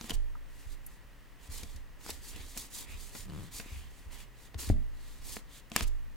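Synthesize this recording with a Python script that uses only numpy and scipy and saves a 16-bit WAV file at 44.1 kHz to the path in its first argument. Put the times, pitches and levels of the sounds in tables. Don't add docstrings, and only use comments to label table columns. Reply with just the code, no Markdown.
import sys
import numpy as np
from scipy import signal
from scipy.fft import rfft, irfft
from scipy.io import wavfile
from scipy.ndimage import uniform_filter1d

SR = 44100
rng = np.random.default_rng(int(sys.argv[2]) if len(sys.argv) > 2 else 0)


def materialize(psi):
    bounded = np.clip(np.atleast_2d(psi).T, -1, 1)
    quanta = np.round(bounded * 32767).astype(np.int16)
    wavfile.write(sys.argv[1], SR, quanta)


N = 271653
TIME = np.arange(N) / SR
BAND_LIMIT_HZ = 15950

# top_speed_s, rise_s, fall_s, hiss_db, scrape_re_hiss_db, gap_pitch_hz
CARD_STROKES = [ (.06, 0.11, 0.1, -53.5, -4.5, 3300), (.105, 0.022, 0.016, -45, -3, 3125),
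                (.143, 0.016, 0.02, -44.5, -8, 3340), (.63, 0.20384, .19, -62.5, -4.5, 2600),
                (.722, 0.039, 0.04636, -59.5, -4.5, 4200), (.945, 0.16, 0.053, -65.5, -5, 2200),
                (1.47, 0.099, 0.029, -59.5, -3.5, 2980), (1.545, 0.062, 0.12, -46.5, -8, 3930),
                (1.70, 0.18, 0.13994, -60.5, -4, 3580), (2.09, 0.11, 0.14, -50.5, -6.5, 5030),
                (2.10, 0.029, 0.024, -46.5, -1, 5170), (2.285, 0.098, 0.08, -49.5, -8.5, 4180),
                (2.375, 0.073, 0.097, -55, -0.5, 2970), (2.5, 0.16, 0.15, -55, -6.5, 3800),
                (2.59, 0.064, 0.12, -46, -9, 3940), (2.77, 0.083, 0.1, -43.5, -11.5, 4500),
                (2.812, 0.026, 0.058, -54, -3, 3600), (2.92, 0.073, 0.073, -55.5, 0, 2410),
                (3.02, 0.085, 0.16, -51.5, -8, 3800), (3.18, 0.079, 0.099, -47.5, -9.5, 4300),
                (3.44, 0.22, 0.09, -60, -2, 3440), (3.566, 0.063, 0.085, -44, -10, 3360),
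                (3.73, 0.22, 0.19, -56.5, -1.5, 2500), (3.97, .17, 0.17, -64, -3, 2800),
                (4.135, .04, 0.053, -55.5, -4, 2780), (4.21, 0.11, 0.051, -55, -2.5, 2909),
                (4.45, 0.12, 0.053, -60.5, -4.5, 3650), (4.607, 0.033, 0.051, -40.5, -9, 5150),
                (4.645, .04, .1, -46, -7, 4740), (5.09, 0.19, 0.26, -61, -4, 3800),
                (5.332, .14, 0.088, -46, -9, 4230), (5.575, .11, .045, -55.5, -4.5, 3400),
                (5.74, 0.031, 0.039, -54.5, -4, 3100), (5.795, 0.053, 0.027, -43.5, 0, 3130),
                (5.827, 0.013, 0.026, -41.5, -5.5, 3200), (5.88, 0.021, 0.013, -52, -18, 3300)]
# frequency_hz, density_db
FRICTION_SPECTRUM = [(120, -29), (200, -9.5), (409, -5), (519, -8), (623, -10), (916, -6), (1400, -11.5),
                     (1870, -6.5), (2960, -8), (3250, -7.5), (4860, -6.5), (5330, -9.5), (7270, -5.5),
                     (14600, -13.5), (16000, -13)]
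# frequency_hz, density_db
HAND_SPECTRUM = [(12, -28), (20, 7), (73, -3), (145, -19), (292, -9.5), (357, -47), (398, -12), (500, -29),
                 (650, -62), (1100, -120)]
# start_s, level_db, tilt_db_per_octave, decay_ms, stack_ring_db
EDGE_TICKS = [(0.0117, -42.5, -3.5, 1.3, 4.5), (0.0424, -49.5, -4, 3.7, 11.5), (.096, -37.5, -2, 1.7, -8),
              (0.103, -39.5, -16, 3.1, -17), (0.1067, -37, -1.5, 2, -0.5), (0.1178, -42.5, -6.5, 1, 9),
              (1.633, -44.5, -0.5, 3.9, 4.5), (1.762, -52.5, 1, 4.4, -6), (2.0633, -44, -4.5, 1.7, 1),
              (2.093, -41, -9.5, 3, -12), (2.103, -37.5, 2.5, 5.5, -18), (2.361, -50.5, -0.5, 4.53, 7.5),
              (2.567, -47, -6.5, 6.4, 4.5), (2.575, -35.5, 7.5, 7.3, -28), (3.151, -44, -5, 9.1, 3.5),
              (3.299, -51.5, -4.5, 1.2, 4), (3.599, -43.5, -3.5, 2.8, 5), (3.661, -55.5, -12, 1.8, 7),
              (4.544, -46, -7, 2.8, 0), (4.594, -45.5, 0, 5, -8), (4.691, -44.5, -1.5, 2.2, -18),
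              (5.368, -39, -6.5, 1.6, -4.5), (5.7, -59, 5, 3, -10), (5.7177, -42, -5, 1.4, 6.5),
              (5.7625, -22.5, 0, 1.95, -6.5), (5.777, -43, -5, 2.3, -16), (5.8088, -33, -3.5, 0.2, 3)]
# frequency_hz, density_db
EDGE_SPECTRUM = [(120, -35), (200, -9.5), (763, -6.5), (1180, -6.5), (2020, -6.5), (2330, -1), (3430, -4.5),
                 (3900, -1.5), (6050, -2.5), (7540, -4), (8900, -5.5), (13600, -10.5), (16000, -29)]
# pitch_hz, level_db, t60_s
STACK_MODES = [(182, -8.5, 0.098), (231, 5, 0.073), (313, 2, 0.05), (469, -2, 0.051), (700, -7, 0.076),
               (1052, -10.5, 0.056), (1770, -4.5, 0.015)]
# pitch_hz, level_db, t60_s
CARD_MODES = [(1080, -30, 0.052), (1280, 1.5, 0.012), (1787, 5.5, 0.0091), (2355, -1.5, 0.022)]
# start_s, level_db, centre_hz, width_hz, length_ms
CORNER_SCUFFS = [(.104, -36, 3150, 400, 6), (.351, -51.5, 1130, 380, 8), (.863, -47.5, 11800, 5500, 10),
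                 (3.598, -47, 2050, 1200, 8)]
# frequency_hz, density_db
THUMB_SPECTRUM = [(40, -7), (85, 5), (130, 2), (185, 5.5), (240, -17), (310, -6.5), (450, -15), (700, -24),
                  (1100, -20), (2500, -27.5), (5000, -59)]
# start_s, level_db, contact_ms, stand_sway_db
HAND_BUMPS = [(0.125, -40, 6.2, -24), (0.657, -42.5, 17, -36), (1.489, -38, 5.9, -40),
              (1.628, -41, 2.41, -39), (1.748, -40, 5.2, -45), (2.117, -44, 9, -46.5),
              (2.338, -43.5, 2.7, -44), (2.396, -44, 3.722, -38), (2.887, -46, 8.1, -41.5),
              (2.942, -40.5, 8.3, -36.5), (3.193, -45, 1.3, -42), (3.717, -36, 7.1, -45),
              (3.76, -40, 9.6, -58), (4.059, -40, 18, -42.5), (4.553, -32, 3, -44), (4.674, -31, 3.8, -33),
              (4.7003, -12.5, 0.78, -54), (4.705, -12.5, 7.6, -26), (5.187, -49.5, 7.1, -40.5),
              (5.815, -31, 11, -23.5)]
# pitch_hz, level_db, t60_s
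TABLE_MODES = [(69.2, -0.5, 0.48), (79, 7.5, 0.15), (98, -8.5, 0.19), (197, -16.5, 0.26), (230, -15, 0.21),
               (276, -1.5, 0.054), (362, 1.5, 0.012), (590, -8.5, 0.021), (694, -4.5, 0.017),
               (1948.9, 6, 0.0037)]
# rate_hz, t60_s, left_db, right_db, right_lag_rad
STAND_MODES = [(25.02, 0.44, -13.5, 9, 0.98), (26.88, 1.46, -3, -4, 2.27)]
# frequency_hz, t60_s
ROOM_DECAY = [(100, 0.46), (500, 0.38), (2000, 0.29), (8000, 0.28), (16000, 0.019)]
# frequency_hz, density_db
ROOM_SPECTRUM = [(59, -31), (100, -3), (170, -8), (558, -15.5), (768, -17.5), (1010, -15), (1480, -18),
                 (1870, -13), (2270, -19.5), (2860, -19.5), (3250, -23.5), (4020, -26), (12700, -33),
                 (16000, -30.5)]
# pitch_hz, level_db
HUM_TONES = [(120, -69.5), (280, -76), (560, -79), (1922, -75), (15493, -78.5)]


def card_slides(gap_width_hz=1200, split_hz=3700, firm_db=-53):
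    hiss, scrape, gap, gap_hz = stroke_controls()
    bright = amp(-.6) * hiss * unit(band(paper_friction(), split_hz, BAND_LIMIT_HZ + 2000, order=3))
    dull = amp(-2) * scrape * unit(band(paper_friction(), 230, split_hz, order=3))
    hollow = gap * unit(resonate(paper_friction(), gap_hz, gap_width_hz))
    effort = uniform_filter1d(np.minimum(scrape, amp(firm_db)), size=3000)
    rumble = amp(1) * effort * unit(colour(rng.standard_normal(N), HAND_SPECTRUM))
    return bright + dull + hollow + rumble


def stroke_controls(hiss_power=1.67, scrape_power=.91):
    hiss, scrape, gap, weighted_hz = np.zeros((4, N))
    for peak_s, rise_s, fall_s, db, scrape_db, gap_hz in CARD_STROKES:
        speed = swing(peak_s, rise_s, fall_s)
        on = np.flatnonzero(speed)
        rubbing = amp(db + scrape_db) * speed[on] ** scrape_power
        ringing = rubbing * amp(-1.5 + .87 * scrape_db)
        octaves_per_s = 3.8 + 1.2 * scrape_db
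        hiss[on] += (amp(db) * speed[on] ** hiss_power) ** 2
        scrape[on] += rubbing ** 2
        gap[on] += ringing ** 2
        weighted_hz[on] += ringing ** 2 * gap_hz * 2 ** (octaves_per_s * (TIME[on] - peak_s))
    sounding = gap > 0
    pitch_hz = np.interp(TIME, TIME[sounding], weighted_hz[sounding] / gap[sounding])
    return np.sqrt(hiss), np.sqrt(scrape), np.sqrt(gap), pitch_hz


def swing(peak_s, rise_s, fall_s, jerk=.33):
    from_peak = np.minimum(abs(TIME - peak_s) / np.where(TIME < peak_s, rise_s, fall_s), 1)
    return 1 - from_peak ** (2 - jerk)


def paper_friction(catches_per_s=2500, flutter_db=1.42):
    grains = rng.standard_normal(N) * (rng.random(N) < catches_per_s / SR)
    rush = .92 * rng.standard_normal(N) + .5 * unit(grains)
    return colour(rush, FRICTION_SPECTRUM) * amp(flutter_db * wander(63.62))


def hand_reflection(x, share=.18, typical_delay_s=.000797):
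    delay_s = typical_delay_s * np.exp(.165 * wander(3.8))
    return x + share * np.interp(TIME - delay_s, TIME, x)


def edge_ticks(slap_db=11):
    out, t = np.zeros(N), TIME[:SR // 2]
    stack = ring(STACK_MODES)
    stack /= abs(stack).max()
    flex = unit_burst(ring(CARD_MODES), length_ms=5)
    hardest_db = max(row[1] for row in EDGE_TICKS)
    for start_s, db, tilt_db, decay_ms, stack_db in EDGE_TICKS:
        chatter = rng.standard_normal(len(t)) * np.exp(-1000 * t / decay_ms)
        chatter[0] = amp(slap_db)
        crack = unit_burst(colour(chatter, EDGE_SPECTRUM, tilt_db), length_ms=5)
        bend = amp(db - hardest_db - 3)
        add(out, start_s, -amp(db) * (crack + bend * flex + amp(stack_db + 2) * stack))
    return out


def corner_scuffs():
    out = np.zeros(N)
    for start_s, db, hz, width_hz, length_ms in CORNER_SCUFFS:
        envelope = pulse(TIME[:SR // 8], length_ms)
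        skid = band(rng.standard_normal(len(envelope)) * envelope, hz - width_hz / 2, hz + width_hz / 2)
        add(out, start_s, amp(db) * unit_burst(skid, length_ms))
    return out


def thumb_judder(peak_s=3.35, rise_s=.13, fall_s=.18, slips_per_s=92, uneven=.42, level_db=-41.5):
    rate = slips_per_s * np.exp(.9 * np.clip(TIME - peak_s, -rise_s, fall_s))
    slip_count = np.cumsum(rate * np.exp(uneven * wander(70))) / SR
    slips = np.diff(np.floor(slip_count), prepend=0) * amp(.5 * rng.standard_normal(N))
    scratch = unit(colour(slips, FRICTION_SPECTRUM, tilt_db=-2))
    creak = unit(band(colour(slips, THUMB_SPECTRUM), 43, 2600))
    push = swing(peak_s, rise_s, fall_s) ** 1.7
    return amp(level_db) * push * (creak + amp(-20) * scratch)


def table_thuds(left_db=3, right_db=-2, shiver_db=-11):
    thud = np.zeros(N)
    table = band(ring(TABLE_MODES), 57, BAND_LIMIT_HZ)
    for start_s, db, contact_ms, _ in HAND_BUMPS:
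        blow = signal.fftconvolve(table, pulse(TIME[:SR // 10], contact_ms))
        add(thud, start_s, amp(db) * blow / abs(blow).max())
    shaking = uniform_filter1d(abs(thud), size=600)
    shiver = amp(shiver_db) * shaking * unit(band(rng.standard_normal(N), 89, 190))
    return thud * amp([[left_db], [right_db]]) + np.array([shiver, -shiver])


def stand_sway(rise_s=.023):
    sway, t = np.zeros((2, N)), TIME[:2 * SR]
    rocking = np.zeros((2, len(t)))
    for hz, t60, left_db, right_db, lag in STAND_MODES:
        decay = amp([[left_db], [right_db]] - 60 * t / t60)
        rocking += decay * np.sin(2 * np.pi * hz * t - [[0], [lag]])
    rocking *= (1 - np.exp(-t / rise_s)) ** 2
    for start_s, _, _, sway_db in HAND_BUMPS:
        add(sway, start_s, amp(sway_db) * rocking)
    return sway


def close_microphone(sliding, contacts, side_db=-7, pan_db=.47, right_lag_samples=.45):
    t = TIME[:SR // 40]
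    taps = rng.standard_normal(len(t)) * np.exp(-t / .003)
    echoes = signal.fftconvolve(contacts, taps / np.linalg.norm(taps))[:N]
    side = amp(side_db) * (card_slides() + echoes)
    left = sliding * amp(-pan_db) + contacts
    right = sliding * amp(pan_db) + contacts
    lag = np.exp(-2j * np.pi * np.fft.rfftfreq(N) * right_lag_samples)
    return np.array([left + side, irfft(rfft(right) * lag, N) - side])


def room_tail(x, level_db=-15):
    t = TIME[:SR // 2]
    reflections = rng.standard_normal((2, len(t))) * (rng.random((2, len(t))) < .1) * (t > .004)
    hz, age_s, spectra = signal.stft(reflections, SR, nperseg=256)
    decay = amp(-60 * age_s / read(ROOM_DECAY, hz)[:, None])
    tail = signal.istft(spectra * decay, SR, nperseg=256)[1][:, :len(t)]
    tail /= np.linalg.norm(tail, axis=1, keepdims=True)
    return amp(level_db) * signal.fftconvolve(x[None], tail, axes=1)[:, :N]


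def room_tone(noise_db=-60.5, rumble_db=-53.5):
    common, left, right = (unit(colour(rng.standard_normal(N), ROOM_SPECTRUM)) for _ in range(3))
    noise = unit(amp(3) * common + np.array([left, right]))
    rumble = np.array([unit(band(rng.standard_normal(N), 17.4, 45.7)) for _ in range(2)])
    hum = np.zeros(N)
    for hz, db in HUM_TONES:
        wavering_hz = hz + 1.42 * wander(5.24)
        hum += amp(db) * np.sin(2 * np.pi * np.cumsum(wavering_hz) / SR)
    return amp(noise_db) * noise + amp(rumble_db) * rumble + hum


def amp(db):
    return 10 ** (np.asarray(db) / 20)


def unit(x):
    return x / np.sqrt(np.mean(x ** 2) + 1e-20)


def unit_burst(x, length_ms):
    return x / np.sqrt(np.sum(x ** 2) / (length_ms * SR / 1000))


def pulse(t, length_ms):
    age = 4000 * t / length_ms
    return age * np.exp(-age)


def read(points, hz):
    points_hz, values = np.transpose(points)
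    return np.interp(np.log(hz + 1), np.log(points_hz + 1), values)


def add(mix, start_s, sound):
    part = mix[..., max(round(start_s * SR), 0):][..., :sound.shape[-1]]
    part += sound[..., :part.shape[-1]]


def colour(x, spectrum, tilt_db=0):
    hz = abs(np.fft.fftfreq(4096, 1 / SR))
    db = np.maximum(read(spectrum, hz), -90) + tilt_db * np.log2(np.maximum(hz, 300) / 3000)
    response = np.exp(np.conj(signal.hilbert(np.log(amp(db)))))
    return signal.fftconvolve(x, np.fft.ifft(response).real)[:len(x)]


def band(x, lo_hz, hi_hz, order=2):
    return signal.sosfilt(signal.butter(order, [lo_hz, hi_hz], "band", fs=SR, output="sos"), x)


def wander(hz):
    rolloff = 1 + (np.fft.rfftfreq(N, 1 / SR) / hz) ** 4
    return unit(irfft(rfft(rng.standard_normal(N)) / rolloff, N))


def ring(modes):
    t = TIME[:SR // 2]
    return sum(amp(db - 60 * t / t60) * np.sin(2 * np.pi * hz * t) for hz, db, t60 in modes)


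def resonate(x, hz, width_hz):
    carrier = np.exp(2j * np.pi * np.cumsum(hz) / SR)
    pole = np.exp(-np.pi * width_hz / SR)
    return (carrier * signal.lfilter([(1 - pole) ** 2], [1, -2 * pole, pole * pole], x / carrier)).real


def scene():
    sliding = hand_reflection(card_slides())
    contacts = edge_ticks() + corner_scuffs() + thumb_judder()
    thuds = table_thuds()
    near = close_microphone(sliding, contacts) + thuds + stand_sway()
    return near + room_tail(sliding + contacts + thuds.mean(0)) + room_tone()


def record(dry):
    lowpass = signal.firwin(511, BAND_LIMIT_HZ, window=("kaiser", 9), fs=SR)
    return signal.oaconvolve(dry, lowpass[None], "same")


dry = scene()
out = record(dry)
materialize(out)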